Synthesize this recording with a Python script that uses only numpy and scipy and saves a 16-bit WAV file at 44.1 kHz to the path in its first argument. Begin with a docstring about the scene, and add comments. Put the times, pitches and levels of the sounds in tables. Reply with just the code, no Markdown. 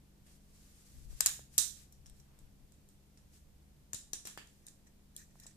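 """Folding knife in a small hard room

A knife is snapped and handled close to a phone's two microphone ports. Each click is a burst of tiny
metal contacts ringing the knife, and the walls return it. The handle knocks on the hand, the pivot
grates, fingers rustle, a palm drags on the phone and air puffs on the left port.
Behind it, mains hum and a far engine sit in the room's low rumble."""
import sys
import numpy as np
from scipy import signal
from scipy.fft import rfft, irfft
from scipy.io import wavfile
from scipy.ndimage import uniform_filter1d

SR = 44100
rng = np.random.default_rng(int(sys.argv[2]) if len(sys.argv) > 2 else 0)


def unload_wav(signal):
    """Save mono or channel-first audio to the path in sys.argv[1] as 16-bit WAV at rate SR, clipped to [-1, 1]."""
    wavfile.write(
        sys.argv[1],
        SR,
        np.round(np.clip(np.atleast_2d(signal).T, -1, 1) * 32767).astype(np.int16),
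    )


N = 245195

# Knife clicks, close up. Each row: start in seconds, level in dB, left minus right in dB, thud, handle
# and edge in dB against the blade's ring, loudest ring in Hz, steel ping in Hz, seconds for the contacts
# to fall 60 dB, room send in dB.
CLICKS = [(0.2646, -61.5, 0, 6, 3, 2, 8600, 3200, 0.005, -11.5),
          (1.2059, -11, 9, -27.5, -11, -6.5, 7650, 4910, 0.0088, -22.5),
          (1.26, -7.5, -2, -35, -12, -2.5, 6830, 4560, 0.0078, -21.5),
          (1.269, -11, -6, -38, -29, -12.5, 7000, 6900, .0042, -42),
          (1.5802, -6, -2, -22, -19.5, -1.5, 7500, 3970, .0055, -22.5),
          (1.5847, -13, -13, -35, -24, -16.5, 6090, 4600, 0.0031, -15.5),
          (1.5862, -12, -13.5, -44, -30, -15, 7300, 4600, .0035, -29.5),
          (1.924, -47.5, 3.5, -33.5, -20.5, -0.5, 5740, 5400, 0.0065, -18),
          (2.0594, -43, -0.5, -20, -8, -16, 5480, 3270, 0.0059, -19.5),
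          (2.065, -46, 4, -14, -26.5, -10.5, 5530, 5200, 0.0076, -18.5),
          (2.0973, -44, 1.5, -20, -17, -5, 8300, 3260, 0.0052, -34),
          (2.197, -54, -2, -21, -14.5, -7, 5800, 3900, .025, -14.5),
          (2.3885, -52.5, 3, -6.5, -17.5, -4, 7900, 3905, 0.014, -17.5),
          (2.7206, -50.5, 1, -13.5, -21, -9, 7530, 4790, 0.006, -17),
          (2.8876, -54.5, 2, -10.5, -22, -1.5, 8580, 3300, 0.0085, -12.5),
          (3.1736, -50, -1.5, -18.5, -7, -22.5, 5500, 4550, 0.0071, -17),
          (3.9322, -23, 6, -19, -12, -11, 7140, 6900, 0.0067, -21),
          (3.9449, -28, 13, -17.5, -22, -10.5, 7060, 4400, 0.004, -14),
          (3.948, -32, 10, -24, -30, -23, 7140, 3700, 0.0063, -25),
          (4.1326, -22, 8.5, -14, -19, -10.5, 6030, 4400, 0.0081, -19),
          (4.139, -34, 0, -13, -12, -27, 5800, 5100, 0.0054, -12.5),
          (4.2516, -39.5, 6, -6, -11.5, -10, 5800, 5210, 0.02, -5.5),
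          (4.271, -35.5, 7, -13, -7.5, -4, 7200, 4400, 0.013, -10.5),
          (4.3746, -44, 10, 3, 3.5, -5.5, 4680, 4940, 0.011, -9),
          (4.4718, -49, 5, -39, -24.5, -9, 6980, 3880, 0.0067, -17),
          (4.666, -39.5, -2.5, -37, -27, -3, 9010, 3880, 0.011, -17.5),
          (4.683, -39.5, -2, -44, -25, -17.5, 7250, 3850, .0091, -21.5),
          (4.868, -57.5, -1.5, -21.5, -11, -15, 7930, 3870, 0.03, -25.5),
          (5.1635, -32.5, -1, -35, -30, -1, 7400, 3350, 0.0086, -18.5),
          (5.176, -48, -20.5, -19.5, -24.5, -13, 7310, 5140, 0.0056, -14),
          (5.3987, -43.5, -3, -28.5, -21, -3, 7300, 4000, 0.01, -18),
          (5.432, -49.5, 3, -35, -10, -8, 5250, 5530, 0.035, -14),
          (5.464, -41, 0, -19, -14.5, -14, 7900, 6970, .028, -15.5)]
# Resonances of a click as the ports hear it. Each row: centre in Hz, width in Hz, relative level in dB.
BLADE_MODES = [(3900, 900, -9.5), (5800, 2300, -7), (7304, 1600, -0.5), (8880, 1650, -6)]
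EDGE_MODES = [(11100, 2400, -7.5), (12000, 1100, -9.5), (13800, 400, 0.5)]
HANDLE_MODES = [(1203, 1480, -2), (1734, 250, 0), (2706, 930, -7.5), (3300, 480, -7.5)]
HAND_THUD_MODES = [(171.5, 580, 4), (400, 600, -1.1), (800, 67, -6.5)]
# Decay of the walls' return. Each row: frequency in Hz, time to fall 60 dB as a multiple of ROOM_BASE_S.
ROOM_DECAY = [(300, 1.4), (1000, 1.6), (2000, 1.9), (4000, 2.02), (7500, 1.81), (14000, 1.83)]
# Tone of the walls' return. Each row: frequency in Hz, gain in dB.
ROOM_COLOUR = [(300, 1.5), (1000, -6.5), (3000, 2), (7500, -4), (11000, 0.5), (14000, -2)]
# The holding hand shades the ports from the room. Each row: time in seconds, left minus right in dB.
HAND_SHADE = [(.3, 2), (1.2, -3), (1.27, -3), (1.58, -12), (1.92, 2), (2.4, -3), (3.2, -4), (3.94, -3),
              (4.14, -3), (4.27, -2), (4.68, -5.5), (5.17, -1), (5.46, -5)]
# The handle knocks on the hand. 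Each row: start in seconds, peak in dB, pitch in Hz, left minus right in dB.
KNOCKS = [(1.129, -58, 400, 15), (1.393, -48.5, 595, 13), (3.943, -44, 112, 6), (4.3755, -35, 1130, -4),
          (5.356, -52, 930, 2), (5.458, -51, 800, 3)]
# The pivot grates as the blade turns. Each row: start in seconds, hold in seconds, level in dB.
PIVOT_GRATES = [(3.35, 0.037, -80), (4.64, .03, -76.5), (4.684, .004, -67.5), (4.865, 0.018, -78),
                (5.17, 0.012, -70), (5.21, 0.018, -69.5), (5.31, .004, -75.5), (5.398, 0.094, -71)]
# The pivot's resonances. Each row: centre in Hz, width in Hz, relative level in dB.
PIVOT_MODES = [(1840, 156, 1), (2350, 230, -10), (4070, 110, -10.5), (6050, 770, -3)]
# Fingers and cloth rub. Each row: start in seconds, hold in seconds, level in dB, left minus right in dB.
RUSTLE_STROKES = [(.268, 0.093, -67.5, -0.5), (.41, 0.18, -75, -1), (.55, 0.28, -66, 0),
                  (.86, 0.19, -64.5, 0.5), (1.11, 0.12, -60.5, 0), (1.54, 0.066, -61, 4.5),
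                  (1.77, 0.066, -64, 7.5), (3.335, 0.044, -66.5, -1), (2.165, .02, -71, -5.5),
                  (4.48, 0.12, -73.5, -2), (5.36, .03, -72, -2)]
# Tone of the rubbing. Each row: frequency in Hz, relative level in dB.
RUSTLE_COLOUR = [(710, -49), (1200, -5.5), (1290, -17), (1400, -9), (3370, -8.5), (4510, -5.5), (8040, -3),
                 (14200, -10.5)]
# The palm drags along the phone. Each row: start in seconds, hold in seconds, level in dB.
PALM_DRAGS = [(2.32, 0.068, -75)]
# Air on the ports. Each row: start in seconds, hold in seconds, level in dB before each port's gain.
AIR_PUFFS = [(.97, 0.024, -52.5), (1.045, 0.017, -49), (1.095, 0.012, -45), (1.14, 0.014, -50),
             (1.24, 0.059, -60.5), (1.98, 0.052, -62), (2.11, .02, -54), (2.19, 0.0076, -58.5),
             (2.44, .04, -61), (2.61, 0.046, -61)]
# The far engine. Each row: time in seconds, pitch in Hz, level in dB, level at half the pitch in dB.
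ENGINE = [(.75, 128, -83, -71), (.9, 127, -65, -71), (1.5, 132, -66.5, -65), (1.7, 133, -73.5, -65),
          (2.2, 134, -67, -66), (2.8, 139, -73, -73.5), (3.8, 145, -82.5, -66.5),
          (4.2, 141.5, -85.5, -75.5), (4.6, 134, -87, -69), (5.2, 135.7, -89.5, -67.5),
          (5.5, 136, -83.5, -73.5)]
# Mains hum. Each row: frequency in Hz, rms level in dB.
MAINS_LINES = [(150, -73), (200, -72)]
# Rumble and hiss of the room tone. Each row: frequency in Hz, relative level in dB.
FLOOR_COLOUR = [(8.8, -35), (15, -1), (144, -12), (172, -19), (204, -15.5), (222, -16), (249, -15),
                (372, -21), (556, -25.5), (807, -28.5), (1210, -33.5), (14200, -37.5)]
# How alike the ports hear the room tone. Each row: frequency in Hz, likeness from 0 to 1.
FLOOR_LIKENESS = [(60, 0.72), (130, 0.9), (290, 0.7), (630, 0.3), (1370, 0)]
# Balance of the room tone. Each row: frequency in Hz, left minus right in dB.
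FLOOR_BALANCE = [(60, -1.5), (110, -1.5), (200, 4), (370, 3.5), (680, 1), (1260, 2.5), (2310, 0.5),
                 (4250, 0), (7820, -3), (14400, 4.5)]

SIDES = np.array([[1], [-1]])  # left, right
SPAN, LEAD = 1 << 14, 256  # samples: one click with its tail, the lead-in to its first contact
RISE_SHARE = 0.11  # rise time over contact decay time: softer, longer contacts build up more slowly
BOUNCE_DB, BOUNCE_STRETCH = -19, 4.06  # small rebounds: level, how many times longer they last
SHARED_CONTACTS, RIGHT_LAG_S = 0.13, 0.0004  # the ports face different parts of the knife
LOUDEST_WIDTH_HZ, LOUDEST_DB, LOUDEST_ROOM_DB = 580, 5, 0.5  # this ring stands out less off the walls
EDGE_T60_S, EDGE_LEFT_DB = 0.0055, 6  # the brightest part is brief and beams at the left port
PING_T60_S, PING_DB = 0.02, -11.5
EDGE_ROOM_DB, THUD_ROOM_DB = -8, -8.5  # the thud travels in the hand, so less reaches the walls
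ROOM_BASE_S, ROOM_ONSET_S, TAIL_BEND = 0.18, 0.0014, 0.98
ENGINE_THIRD_DB, FLOOR_DB = -72.5, -63


def knife_clicks():
    """Close up, tiny contacts and rebounds ring the blade and jolt the hand; the walls answer."""
    out = np.zeros((2, N))
    t = np.maximum(np.arange(SPAN) - LEAD, 0) / SR
    edge_modes = resonances(EDGE_MODES)
    for s, db, pan_db, thud_db, handle_db, edge_db, ring_hz, ping_hz, t60, room_db in CLICKS:
        rise = 1 - np.exp(-(t / (RISE_SHARE * t60)) ** 2)
        envelope = rise * (undb(-60 * t / t60) + undb(BOUNCE_DB - 60 * t / t60 / BOUNCE_STRETCH))
        common, *own = rng.standard_normal((3, SPAN))
        contacts = np.sqrt(SHARED_CONTACTS) * common + np.sqrt(1 - SHARED_CONTACTS) * np.array(own)
        blade = resonances(BLADE_MODES + [(ring_hz, LOUDEST_WIDTH_HZ, LOUDEST_DB)])
        ring = irfft(rfft(contacts * envelope) * blade)
        ring /= np.linalg.norm(ring, axis=1, keepdims=True)
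        edge = irfft(rfft(common * rise * undb(-60 * t / EDGE_T60_S)) * edge_modes)
        edge = edge / np.linalg.norm(edge) * panned(edge_db, EDGE_LEFT_DB)
        ping = rise * undb(-60 * t / PING_T60_S) * np.sin(2 * np.pi * ping_hz * t)  # the blade's free part
        ping *= undb(PING_DB) / np.linalg.norm(ping)
        handle = undb(handle_db) * resonances(HANDLE_MODES)
        thud = undb(thud_db) * resonances(HAND_THUD_MODES)
        push = np.roll(irfft(np.hypot(handle, thud)), LEAD + int(RISE_SHARE * t60 * SR))
        click = np.linalg.norm(envelope) * (ring + edge + ping + push)
        click[1] = np.roll(click[1], int(RIGHT_LAG_S * SR))
        mix_in(out, s - LEAD / SR, click * panned(db, pan_db))

        room_blade = resonances(BLADE_MODES + [(ring_hz, LOUDEST_WIDTH_HZ, LOUDEST_ROOM_DB)])
        room_edge = undb(edge_db + EDGE_ROOM_DB) * edge_modes
        room_thud = undb(THUD_ROOM_DB) * thud
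        radiated = np.sqrt(room_blade ** 2 + room_edge ** 2 + handle ** 2 + room_thud ** 2)
        shade_db = np.interp(s, *np.transpose(HAND_SHADE))
        mix_in(out, s, wall_return(radiated) * panned(db + room_db, shade_db))
    return out


def wall_return(radiated):
    """Diffuse tail off hard walls: noise bands, each dying at its own rate, unrelated at the two ports."""
    t = np.arange(SPAN) / SR
    edges_hz = np.geomspace(100, 20000, 9)
    band = np.digitize(np.arange(SPAN // 2 + 1) * SR / SPAN, edges_hz)
    spectrum = rfft(rng.standard_normal((2, SPAN))) * radiated * undb(at_bins(ROOM_COLOUR, SPAN))
    t60 = ROOM_BASE_S * at_bins(ROOM_DECAY, SPAN)
    tail = 0
    for k in range(1, len(edges_hz)):
        decay = undb(-30 * (2 * t / t60[band == k].mean()) ** TAIL_BEND)
        tail = tail + irfft(spectrum * (band == k)) * decay
    return tail * (1 - np.exp(-(t / ROOM_ONSET_S) ** 2))


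def handle_knocks():
    """Soft blows on the hand: a short push into one heavily damped resonance."""
    out = np.zeros((2, N))
    push = np.exp(-np.arange(2048) / SR / 0.0005)
    for s, db, hz, pan_db in KNOCKS:
        knock = resonate(push, hz, q=1.2)
        mix_in(out, s, knock / np.abs(knock).max() * panned(db, pan_db))
    return out


def pivot_grating():
    """Stick-slip grit rings the pivot's resonances."""
    grit = rng.standard_normal((2, N)) * undb(5.2 * wander(150))
    ring = sum(undb(db) * resonate(grit, hz, q=hz / width) for hz, width, db in PIVOT_MODES)
    ring /= np.std(resonate(ring, 1850, q=3.7))  # the band round the lowest ring sets the level
    return ring * strokes(PIVOT_GRATES, rise_db_s=800, fall_db_s=450)


def finger_rustle():
    """Fingers and cloth near the microphones: dense friction noise with a slight grain."""
    friction = rng.standard_normal((2, N)) * undb(wander(47))
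    rustle = irfft(rfft(friction) * undb(at_bins(RUSTLE_COLOUR, N)), N)
    return unit_rms(rustle) * strokes(RUSTLE_STROKES, rise_db_s=404, fall_db_s=302)


def palm_drag():
    """Handling noise: dull skin friction carried through the phone's case."""
    return band_noise(hz=[380, 1400], order=1) * strokes(PALM_DRAGS, rise_db_s=80, fall_db_s=65.5)


def air_puffs():
    """Low turbulence buffets the left port as the phone swings; a little reaches the right."""
    turbulence = band_noise(hz=[12, 45], order=2)
    port_gain = undb([[5], [-8]])
    return turbulence * strokes(AIR_PUFFS, rise_db_s=367, fall_db_s=400) * port_gain


def far_engine():
    """A distant engine drones: wavering tones at its pitch, a half and a third of it."""
    times, *columns = np.transpose(ENGINE)
    hz, db, half_db = [np.interp(np.arange(N) / SR, times, column) for column in columns]
    phase = 2 * np.pi * np.cumsum(hz * (1 + 0.0023 * wander(2.7))) / SR
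    tones = undb(db + 2.5 * wander(11)) * np.sin(phase)
    tones += undb(half_db + 1.9 * wander(3.1)) * np.sin(phase / 2)
    tones += undb(ENGINE_THIRD_DB + 2.1 * wander(6.7)) * np.sin(phase / 3)
    return np.sqrt(2) * tones


def mains_hum():
    """Two mains lines, steady in pitch and drifting a little in level."""
    t = np.arange(N) / SR
    return np.sqrt(2) * sum(undb(db + wander(2.4)) * np.sin(2 * np.pi * hz * t) for hz, db in MAINS_LINES)


def room_tone():
    """Room rumble largely shared by both ports, and each microphone's own hiss."""
    mid, side = rfft(rng.standard_normal((2, N)))
    likeness = at_bins(FLOOR_LIKENESS, N)
    pair = np.sqrt(1 + likeness) * mid + SIDES * np.sqrt(1 - likeness) * side
    colour = panned(at_bins(FLOOR_COLOUR, N), at_bins(FLOOR_BALANCE, N))
    return undb(FLOOR_DB) * unit_rms(irfft(pair * colour, N))


def resonances(table):
    """Gain of overlapping resonances at the bins of one click's spectrum, mean power 1."""
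    f = np.arange(SPAN // 2 + 1) * SR / SPAN + 1
    power = sum(undb(2 * db) / (1 + ((f - hz ** 2 / f) / width) ** 2) ** 2 for hz, width, db in table)
    return unit_rms(np.sqrt(power))


def resonate(x, hz, q):
    """A signal through one resonance."""
    return signal.lfilter(*signal.iirpeak(hz, q, SR), x)


def strokes(rows, rise_db_s, fall_db_s):
    """Gain of gestures that swell up to their start, hold and fade; their powers add."""
    t, power = np.arange(N) / SR, 0
    for s, hold_s, db, *pan_db in rows:
        below_db = rise_db_s * np.maximum(s - t, 0) + fall_db_s * np.maximum(t - s - hold_s, 0)
        power = power + panned(db - below_db, sum(pan_db)) ** 2
    return np.sqrt(power)


def band_noise(hz, order):
    """A band of noise at rms 1, unrelated at the two ports."""
    bandpass = signal.butter(order, hz, "band", fs=SR, output="sos")
    return unit_rms(signal.sosfilt(bandpass, rng.standard_normal((2, N))))


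def wander(rate_hz):
    """Smooth random drift at rms 1."""
    hold = int(SR / rate_hz)
    steps = np.repeat(rng.standard_normal(N // hold + 1), hold)
    return unit_rms(uniform_filter1d(uniform_filter1d(steps, hold), hold)[:N])


def at_bins(table, n):
    """A table of Hz and value read at the bins of an n-point spectrum."""
    hz, value = np.transpose(table)
    return np.interp(np.log(np.arange(n // 2 + 1) * SR / n + 1), np.log(hz), value)


def mix_in(track, s, sound):
    """Mixes a short sound in at s seconds."""
    i = int(s * SR)
    track[:, i:i + sound.shape[1]] += sound[:, :N - i]


def panned(db, pan_db):
    """Left and right gains, pan_db apart around a level."""
    return undb(db + SIDES * pan_db / 2)


def undb(db):
    """Gain of a dB value."""
    return 10 ** (np.asarray(db) / 20)


def unit_rms(x):
    """Scaled to rms 1."""
    return x / np.sqrt(np.mean(x ** 2))


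def scene():
    """Everything at the two ports, from the knife up close to the back of the room."""
    knife = knife_clicks() + handle_knocks() + pivot_grating()
    handling = finger_rustle() + palm_drag() + air_puffs()
    hum = (far_engine() + mains_hum()) * panned(0, pan_db=1.3)
    return knife + handling + hum + room_tone()


def record(dry):
    """The phone rounds the loudest peaks and cuts the top."""
    drive, top_hz, steeper_hz = 2.1, 14350, 16200
    rounded = np.tanh(drive * dry) / drive
    top_cut = signal.ellip(8, 0.5, 38, top_hz, fs=SR, output="sos")
    steeper_cut = signal.ellip(8, 0.5, 60, steeper_hz, fs=SR, output="sos")
    return signal.sosfilt(np.vstack([top_cut, steeper_cut]), rounded)


dry = scene()
out = record(dry)
unload_wav(out)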